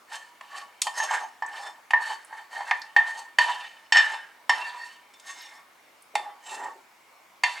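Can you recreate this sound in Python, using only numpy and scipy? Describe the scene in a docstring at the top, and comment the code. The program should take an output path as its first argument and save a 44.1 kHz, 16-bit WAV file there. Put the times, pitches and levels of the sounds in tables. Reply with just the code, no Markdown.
"""A wooden spoon scrapes thick sauce out of a hand-held metal saucepan in a quiet kitchen.
Gritty strokes and knocks ring the same damped modes of the pan, beside a dull wood noise.
Sauce ticks as short bright grains and rumbles as low gritty noise; knocks also push softly at the bass.
A worktop echo and a short room tail follow, over a steady hush of shaped noise and a faint wavering hum."""
import sys
import numpy as np
from scipy import signal
from scipy.io import wavfile
from scipy.ndimage import uniform_filter1d, minimum_filter1d

SR = 44100
rng = np.random.default_rng(int(sys.argv[2]) if len(sys.argv) > 2 else 0)


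def generate_wav(sig):
    """Save sig (samples, or channels by samples) to the path in sys.argv[1] as 16-bit PCM at SR."""
    pcm = np.round(np.clip(np.atleast_2d(sig).T, -1, 1) * 32767).astype(np.int16)
    wavfile.write(sys.argv[1], SR, pcm)


def boost(x):
    """Linear amplitude factor 10**(x/20) for a level x in decibels (scalar or array-like)."""
    u = np.asarray(x, float) / 20
    return 10 ** u


N = 335160
HOP = 64  # samples between control values

# spoon knocks on the pan: start_s [s], crack_db [dB], base_ring_db [dB],
# wall_over_base_db [dB], upper_wall_over_base_db [dB]
SPOON_KNOCKS = [(0.409, -12.5, -44, -2, -16), (0.817, 10.5, -60, 11, 25), (0.868, -3, -25, -4, -8.5),
                (1, -34, -23.5, 3.5, -12), (1.109, -24, -20.5, -28, -15), (1.422, -14, -24, -1.5, -23.5),
                (1.906, 0, -37, 6, -7.5), (1.934, 1, -18, 7, -46), (2.326, -27, -35, -2, -42),
                (2.606, -18, -27, -8, -19), (2.71, 9.5, -23.5, 7.5, -30), (2.963, 6, -18, 11, -12.5),
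                (3.385, 8, -16.5, 5.5, -4), (3.922, -19.5, -22.5, 10.5, 4.5), (3.968, -12, -21, 13.5, 6),
                (4.494, 6, -18.5, 5.5, -4.5), (5.137, -28, -57.5, -14, 3.5), (5.197, -21, -78, -3, 18),
                (6.153, 5.5, -23.5, -4, -9.5), (7.435, 1, -22, 7, 1)]


def evened(x):
    """Scales to rms 1."""
    return x / np.sqrt(np.mean(x ** 2) + 1e-20)


def read(points, hz):
    """Reads a spectrum on a log-frequency axis."""
    f, value = np.transpose(points)
    return np.interp(np.log(hz + 1), np.log(f + 1), value)


def band(x, low_hz, high_hz):
    """Band-pass, its upper edge kept below half the sample rate."""
    edges = [low_hz, min(high_hz, SR / 2 - 1)]
    return signal.sosfilt(signal.butter(2, edges, "bandpass", fs=SR, output="sos"), x)


def drift(count, span):
    """Slow chance: count control curves with a new random value every span s."""
    knots = rng.standard_normal((count, 400))
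    knot_time = np.arange(0, N, HOP) / SR / span
    return np.array([np.interp(knot_time, np.arange(400), k) for k in knots])


def blow(rise, fall, size=1500):
    """Envelope of a short contact, times in s."""
    t = np.arange(size) / SR
    return (1 - np.exp(-t / rise)) * np.exp(-t / fall)


def grit(per_s, spread_db, smooth):
    """Stick-slip force: uneven clicks over a smoother rub, in clumps."""
    heights = boost(spread_db * np.minimum(rng.exponential(1, N), 4))
    clicks = (rng.random(N) < per_s / SR) * heights * rng.choice([-1, 1], N)
    clumps = evened(uniform_filter1d(uniform_filter1d(rng.standard_normal(N), 500), 500))
    rough = evened(clicks) + smooth * rng.standard_normal(N)
    return evened(rough * boost(2.5 * clumps))


def hush():
    """Steady room air and appliance murmur: stereo shaped noise with faint drifting patches."""
    # colour of the room air: pitch_hz [Hz], relative density_db [dB per Hz]
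    colour = [(24, -86), (90, -27.5), (167, -15), (305, -7), (467, -7.5), (615, -2.5), (680, -3),
              (1040, -0.5), (1950, -7), (2210, -1), (2630, -10.5), (2840, -8.5), (3060, -12),
              (16000, -23.5)]
    # left-right likeness of the air: pitch_hz [Hz], correlation [0 to 1]
    likeness = [(60, 0.93), (380, 0.65), (2380, 0.47), (15000, 0.73)]
    level_db, low_cut_hz = -57, 75
    frames, hz = N // 256 + 5, np.fft.rfftfreq(1024, 1 / SR)
    a, b, c, d, patches = rng.standard_normal((frames, 513, 5)).T
    patches = evened(uniform_filter1d(uniform_filter1d(patches, 10, 0), 20, 1))
    same, left = read(likeness, hz)[:, None], a + 1j * b
    right = same * left + np.sqrt(1 - same ** 2) * (c + 1j * d)
    spectra = np.array([left, right]) * boost(read(colour, hz)[:, None] + 1.5 * patches)
    air = signal.istft(spectra, nperseg=1024, noverlap=768)[1][:, :N]
    low_cut = signal.butter(2, low_cut_hz, "highpass", fs=SR, output="sos")
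    return boost(level_db) * evened(signal.sosfilt(low_cut, air))


def hum():
    """A faint appliance hum: one sine whose pitch wavers."""
    pitch_hz, waver_hz, level_db = 92, 3, -91.5
    hz = pitch_hz + waver_hz * np.repeat(drift(count=1, span=0.066)[0], HOP)[:N]
    return boost(level_db) * np.sqrt(2) * np.sin(2 * np.pi * np.cumsum(hz) / SR)


def families(rows, rim_db):
    """dB over the base for base, wall, upper wall and rim, one row each; rim_db is over the upper wall."""
    wall, upper = np.transpose(rows)[3:]
    return np.array([0 * wall, wall, upper, upper + rim_db])


def friction(t):
    """Rubbing force on each family: slides ease off, swipes swell, let go and trail."""
    # the spoon lands and slides away: start_s [s], base_friction_db [dB], easing [dB per s],
    # wall_over_base_db [dB], upper_wall_over_base_db [dB]
    slide_rows = [(0.41, -54, 32, -10, -4.5), (0.832, -40.5, 120, -23, -6.5), (1.43, -43, 95, 2, -28),
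                  (1.94, -37.5, 106, 6.5, -19), (2.719, -42, 86, 1.5, -6.5), (2.97, -36, 93, 4.5, -14),
                  (3.388, -27, 77.5, -2, -5.5), (3.93, -25, 104, 8, -4), (4.499, -31.5, 61, -4.5, -6),
                  (6.16, -31.5, 110, -13, -20), (7.44, -35.5, 64, -4.5, -2.5)]
    # swipes that swell and let go: peak_s [s], base_friction_db [dB], swell_s [s],
    # wall_over_base_db [dB], upper_wall_over_base_db [dB]
    swipe_rows = [(0.146, -35, 0.047, 0, -5.5), (0.581, -39, 0.093, -3, -11.5),
                  (0.986, -33.5, 0.057, -0.5, -8), (1.041, -25, 0.044, -9, -12),
                  (1.137, -27, 0.085, 1.5, -15.5), (1.228, -33.5, 0.073, -12, -21.5),
                  (1.577, -37.5, 0.11, -7, -14), (1.665, -34.5, 0.072, -6, -17.5),
                  (2.062, -39.5, 0.081, 3, -6), (2.118, -34.5, 0.059, -4.5, -10),
                  (2.372, -45, 0.14, -2, -15.5), (2.535, -40, 0.028, -5, -15),
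                  (2.575, -37, 0.083, -7.5, -15.5), (2.625, -46, 0.096, 3.5, -13),
                  (2.685, -37.5, 0.054, -2, -12), (3.09, -40, 0.077, 5.5, -9),
                  (3.188, -33.5, 0.076, -28, -14), (3.5, -30, .04, -1, -19),
                  (4.139, -32.5, 0.065, -22, -18.5), (4.68, -56, 0.041, -16, 2),
                  (4.858, -62.5, 0.18, 11.5, 6.5), (5.292, -45, 0.052, 3.5, -1.5),
                  (5.408, -58, 0.25, 8, 2.5), (5.54, -56, 0.18, 0.5, -9.5), (6.472, -47, 0.017, -10, -0.5),
                  (6.538, -38.5, 0.12, -8.5, -10), (6.638, -32, 0.12, -12, -25), (7.58, -42, .05, -4, -10)]
    land_s = 0.032  # a slide takes hold in this time
    swell_db, let_go_db = 21.5, 28.5  # change over one swell time before and after a swipe's peak
    trail_db, trail_db_per_s = -14, 91  # a light drag trails each swipe
    roundness = 1.4  # 1 is a pointed swipe, 2 a rounded one
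    s, db, easing = np.array(slide_rows).T[:3, :, None]
    slides = np.clip((t - s) / land_s, 0, 1) * boost(db - easing * np.maximum(t - s, 0))
    s, db, swell = np.array(swipe_rows).T[:3, :, None]
    away = abs((t - s) / swell) ** roundness
    after = np.maximum(-let_go_db * away, trail_db - trail_db_per_s * (t - s))
    swipes = boost(db + np.where(t < s, -swell_db * away, after))
    share = boost(np.hstack([families(slide_rows, rim_db=-9), families(swipe_rows, rim_db=0)]))
    return np.sqrt(share ** 2 @ np.vstack([slides, swipes]) ** 2)  # strokes add in power


def ring(force, blows, last, hz, t60):
    """One mode: shift down to zero, smooth, shift back; a blow starts it in phase at sample last."""
    turn = np.exp(2j * np.pi * np.cumsum(hz) / SR).astype(np.complex64)
    r = np.exp(-np.log(1000) / (t60 * SR))
    push = force * turn.conj() + blows * turn[last].conj()
    return (turn * signal.lfilter([1], [1, -r], push)).imag


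def favoured(hz, db, t60, spot_hz, width):
    """Modes close to the pitch favoured by the spot touched take most of the force."""
    away = (hz[:, None] / spot_hz - 1) / width
    near = (0.26 + np.exp(-away ** 2)) * boost(db[:, None])
    # level out the total ringing power
    return near / np.sqrt((t60[:, None] * near ** 2).sum(0) * SR / (4 * np.log(1000)))


def pan():
    """Strokes and knocks drive each family of modes and the dull wood sound beside it."""
    # pan modes, one list a family (base, wall, upper wall, rim):
    # pitch_hz [Hz], relative level_db [dB], t60_s [s]
    mode_families = [
        [(682, -10.5, .06), (824.8, 6, 0.083), (894.5, 3, 0.12), (963, 3.5, 0.11), (1120, -1, 0.15)],
        [(1510, -24, 0.053), (1647, 1, 0.041), (1770, 9, 0.064), (1819, 4.5, 0.13), (1847.7, 6, 0.12),
         (2007, -11, 0.28), (2119, 3, 0.037)],
        [(2412, 3, 0.084), (2708, 0.5, 0.11), (3030, 9.5, 0.015), (2996, -16, 0.31), (3132, -1, 0.085),
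         (3554, -2, 0.12), (3720, 3, 0.023)],
        [(4452, 7.5, 0.14), (4550, 15.5, 0.034), (5334, 12.5, 0.056), (5540, 9.5, 0.067), (6456, 11.5, 0.068),
         (6630, 5.5, 0.081), (7636, 16.5, 0.039), (8160, 13, 0.023), (9600, -16, 0.022), (10920, 1, 0.028)],
    ]
    # dull wood and sauce sound in each family's range: low_hz [Hz], high_hz [Hz], rub_db [dB],
    # crack_db [dB], blur_db [dB], blur_fall_s [s], bite_s [s]
    wood = [(677, 1097, -12, -18, -21.5, 0.046, 0.00052), (1415, 2800, -21.5, -22.5, -29.5, 0.035, 0.0026),
            (2360, 4180, -3.5, -31, -7.5, 0.015, 0.0023), (4000, 9200, -1, -17, -25, 0.0056, 0.00108)]
    # pitches favoured by the spot touched, gliding from point to point: time_s [s], base_hz [Hz],
    # wall_hz [Hz], upper_wall_hz [Hz], rim_hz [Hz]
    spots = [(0.15, 890, 1750, 3000, 4300), (0.58, 1126, 1720, 2870, 4300), (0.89, 842, 1830, 3230, 4800),
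             (1.02, 890, 1760, 3030, 6800), (1.14, 882, 1600, 2870, 7300), (1.44, 870, 1755, 3000, 4800),
             (1.62, 852, 1730, 3500, 5060), (1.96, 931, 1820, 3010, 4600), (2.6, 853, 1440, 3260, 4520),
             (2.73, 943, 1740, 2070, 4500), (2.99, 843, 1830, 3350, 4580), (3.41, 967, 1810, 2900, 4510),
             (3.95, 864, 1790, 2910, 5050), (4.52, 933, 1560, 2930, 5300), (4.8, 947, 1870, 2600, 4160),
             (5.3, 1096, 2080, 3900, 6100), (6.18, 842, 2100, 3720, 4400), (6.5, 892, 1870, 2830, 7880),
             (7.46, 941, 2080, 2580, 4400)]
    t, out = np.arange(N) / SR, np.zeros(N)
    control_t = t[::HOP]
    at = np.round(np.array(SPOON_KNOCKS)[:, 0] * SR).astype(int)
    last = at[np.maximum(np.searchsorted(at, np.arange(N), "right") - 1, 0)]  # latest knock
    presses, (spot_s, *spot_hz) = friction(control_t), np.transpose(spots)
    rings = np.array(SPOON_KNOCKS)[:, 2] + families(SPOON_KNOCKS, rim_db=-3.5)
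    for k, (modes, wood_row) in enumerate(zip(mode_families, wood)):
        low_hz, high_hz, rub_db, crack_db, blur_db, blur_s, bite_s = wood_row
        press = np.interp(t, control_t, presses[k])
        force = press * grit(per_s=2500, spread_db=2.5, smooth=1.25)
        dull, blows = boost(rub_db) * force, np.zeros(N)
        contact = blow(0.00044, bite_s, size=600)  # the ring builds up while the spoon bites in
        jolts = rng.standard_normal((len(SPOON_KNOCKS), 2, 6000))
        for row, ring_db, i, (jolt, blur) in zip(SPOON_KNOCKS, rings.T, at, jolts):
            blows[i:i + 600] += boost(ring_db[k]) * 22 * contact / contact.sum()
            knock_crack_db = crack_db + row[1] + ring_db[k] - max(ring_db)
            crack = boost(knock_crack_db) * blow(0.0013, 0.0041, size=6000) * jolt
            # many small modes blur into a dense noise
            dense = boost(blur_db + ring_db[k]) * blow(0.0023, blur_s, size=6000) * blur
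            dull[i:i + 6000] += (crack + dense)[:N - i]
        hz, db, t60 = np.transpose(modes)
        width = (0.035, 0.033, 0.053, 0.082)[k]  # of the favoured range, as a share of its pitch
        near = favoured(hz, db, t60, np.interp(control_t, spot_s, spot_hz[k]), width)
        # grip and sauce bend each mode a little and shift its share of the rubbing
        bend = 1 + 0.0025 * drift(count=len(modes), span=.15)
        share = boost(3.0 * drift(count=len(modes), span=0.065))
        tones = np.zeros(N)
        for m in range(len(modes)):
            weight, rub, pitch = np.repeat([near[m], share[m], hz[m] * bend[m]], HOP, 1)[:, :N]
            tones += ring(force * weight * rub, blows * weight, last, pitch, t60[m])
        out += band(tones, low_hz * 0.37, high_hz * 2.61)
        out += band(dull, low_hz, high_hz) * np.sqrt(SR / 2 / (high_hz - low_hz))
    # a small pan radiates almost no bass; its sound has little above about 11 kHz
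    return band(out, 703, 11300)


def kitchen(x):
    """Sparse reflections of random sign, each band dying at its own speed."""
    # room decay: pitch_hz [Hz], t60_s [s]
    decay = [(250, 0.42), (1000, 0.25), (4000, 0.21), (12000, 0.32)]
    taps, slots = np.zeros((2, SR // 2)), np.arange(150, SR // 2 - 20, 20)
    at = slots + rng.integers(0, 20, (2, len(slots)))
    np.put_along_axis(taps, at, rng.choice([-1., 1.], at.shape), 1)
    hz, t, z = signal.stft(taps, SR, nperseg=256)
    tail = signal.istft(z * boost(-60 * t / read(decay, hz)[:, None]), SR, nperseg=256)[1]
    tail = tail + 0.35 * tail[::-1]  # each side leaks into the other
    return signal.fftconvolve(x[None], tail / np.linalg.norm(tail[0]), axes=1)[:, :N]


def thuds():
    """The arm's soft low push with each knock: a short swing one way and back."""
    push_db, push_s = -50, 0.0062  # level relative to the wall ring; time scale
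    out, t = np.zeros(N), np.arange(4000) / SR / push_s
    for s, _, base_db, wall_db, _ in SPOON_KNOCKS:
        push = boost(base_db + wall_db + push_db) * t * (2 - t) * np.exp(-t)
        out[round(s * SR):][:len(t)] += push
    return out


def ticks():
    """A thread of sauce snaps: a very short bright grain of band-passed noise."""
    # wet ticks: start_s [s], level_db [dB, peak before panning], pitch_hz [Hz]
    snaps = [(1.463, -38, 6760), (1.487, -48, 9100), (2.2478, -37.5, 8700), (2.795, -49, 11100),
             (2.8177, -28, 4500), (4.696, -34.5, 3540), (5.409, -35.5, 3800), (5.419, -44, 12100),
             (6.0225, -43, 9170)]
    out = np.zeros(N)
    for (s, db, hz), puff in zip(snaps, rng.standard_normal((len(snaps), 1500))):
        grain = band(puff * blow(0.00025, 0.0039), hz * 0.9, hz * 1.22)
        out[round(s * SR):][:len(grain)] += boost(db) * grain / abs(grain).max()
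    return out


def drag():
    """Low lumpy rumble as the spoon pushes through thick sauce: gritty force in a low band."""
    # the spoon in the sauce, silent outside these times: time_s [s], level_db [dB before panning]
    rumble = [(6.14, -56), (6.35, -67), (6.44, -86), (6.5, -53), (6.684, -54), (6.8, -61)]
    s, db = np.transpose(rumble)
    level = np.interp(np.arange(N) / SR, s, db, -np.inf, -np.inf)
    return boost(level) * evened(band(grit(per_s=250, spread_db=-5.0, smooth=0.68), 330, 760))


def scene():
    """The pan, slightly louder on the right than the left, a close echo, its room tail, hush, hum and thuds."""
    near = pan() + ticks() + drag()
    direct = near * boost(np.array([[-.6], [.4]]))
    counter = np.array([np.roll(near, 70), np.roll(near, 95)])  # worktop echo, samples late
    wet = boost(-25.5) * counter + boost(-7.5) * kitchen(near)
    return direct + wet + hush() + hum() + thuds()


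def low_pass(x):
    """Removes everything above the highest recorded frequency."""
    return signal.sosfilt(signal.butter(12, 16970, fs=SR, output="sos"), x)


def record(dry):
    """A look-ahead limiter eases the loudest knocks."""
    ceiling = .76  # the limiter holds peaks under this
    gain = minimum_filter1d(ceiling / np.maximum(abs(dry).max(0), ceiling), size=401)
    mix = dry * uniform_filter1d(gain, size=401)
    return low_pass(mix)


dry = scene()
out = record(dry)
generate_wav(out)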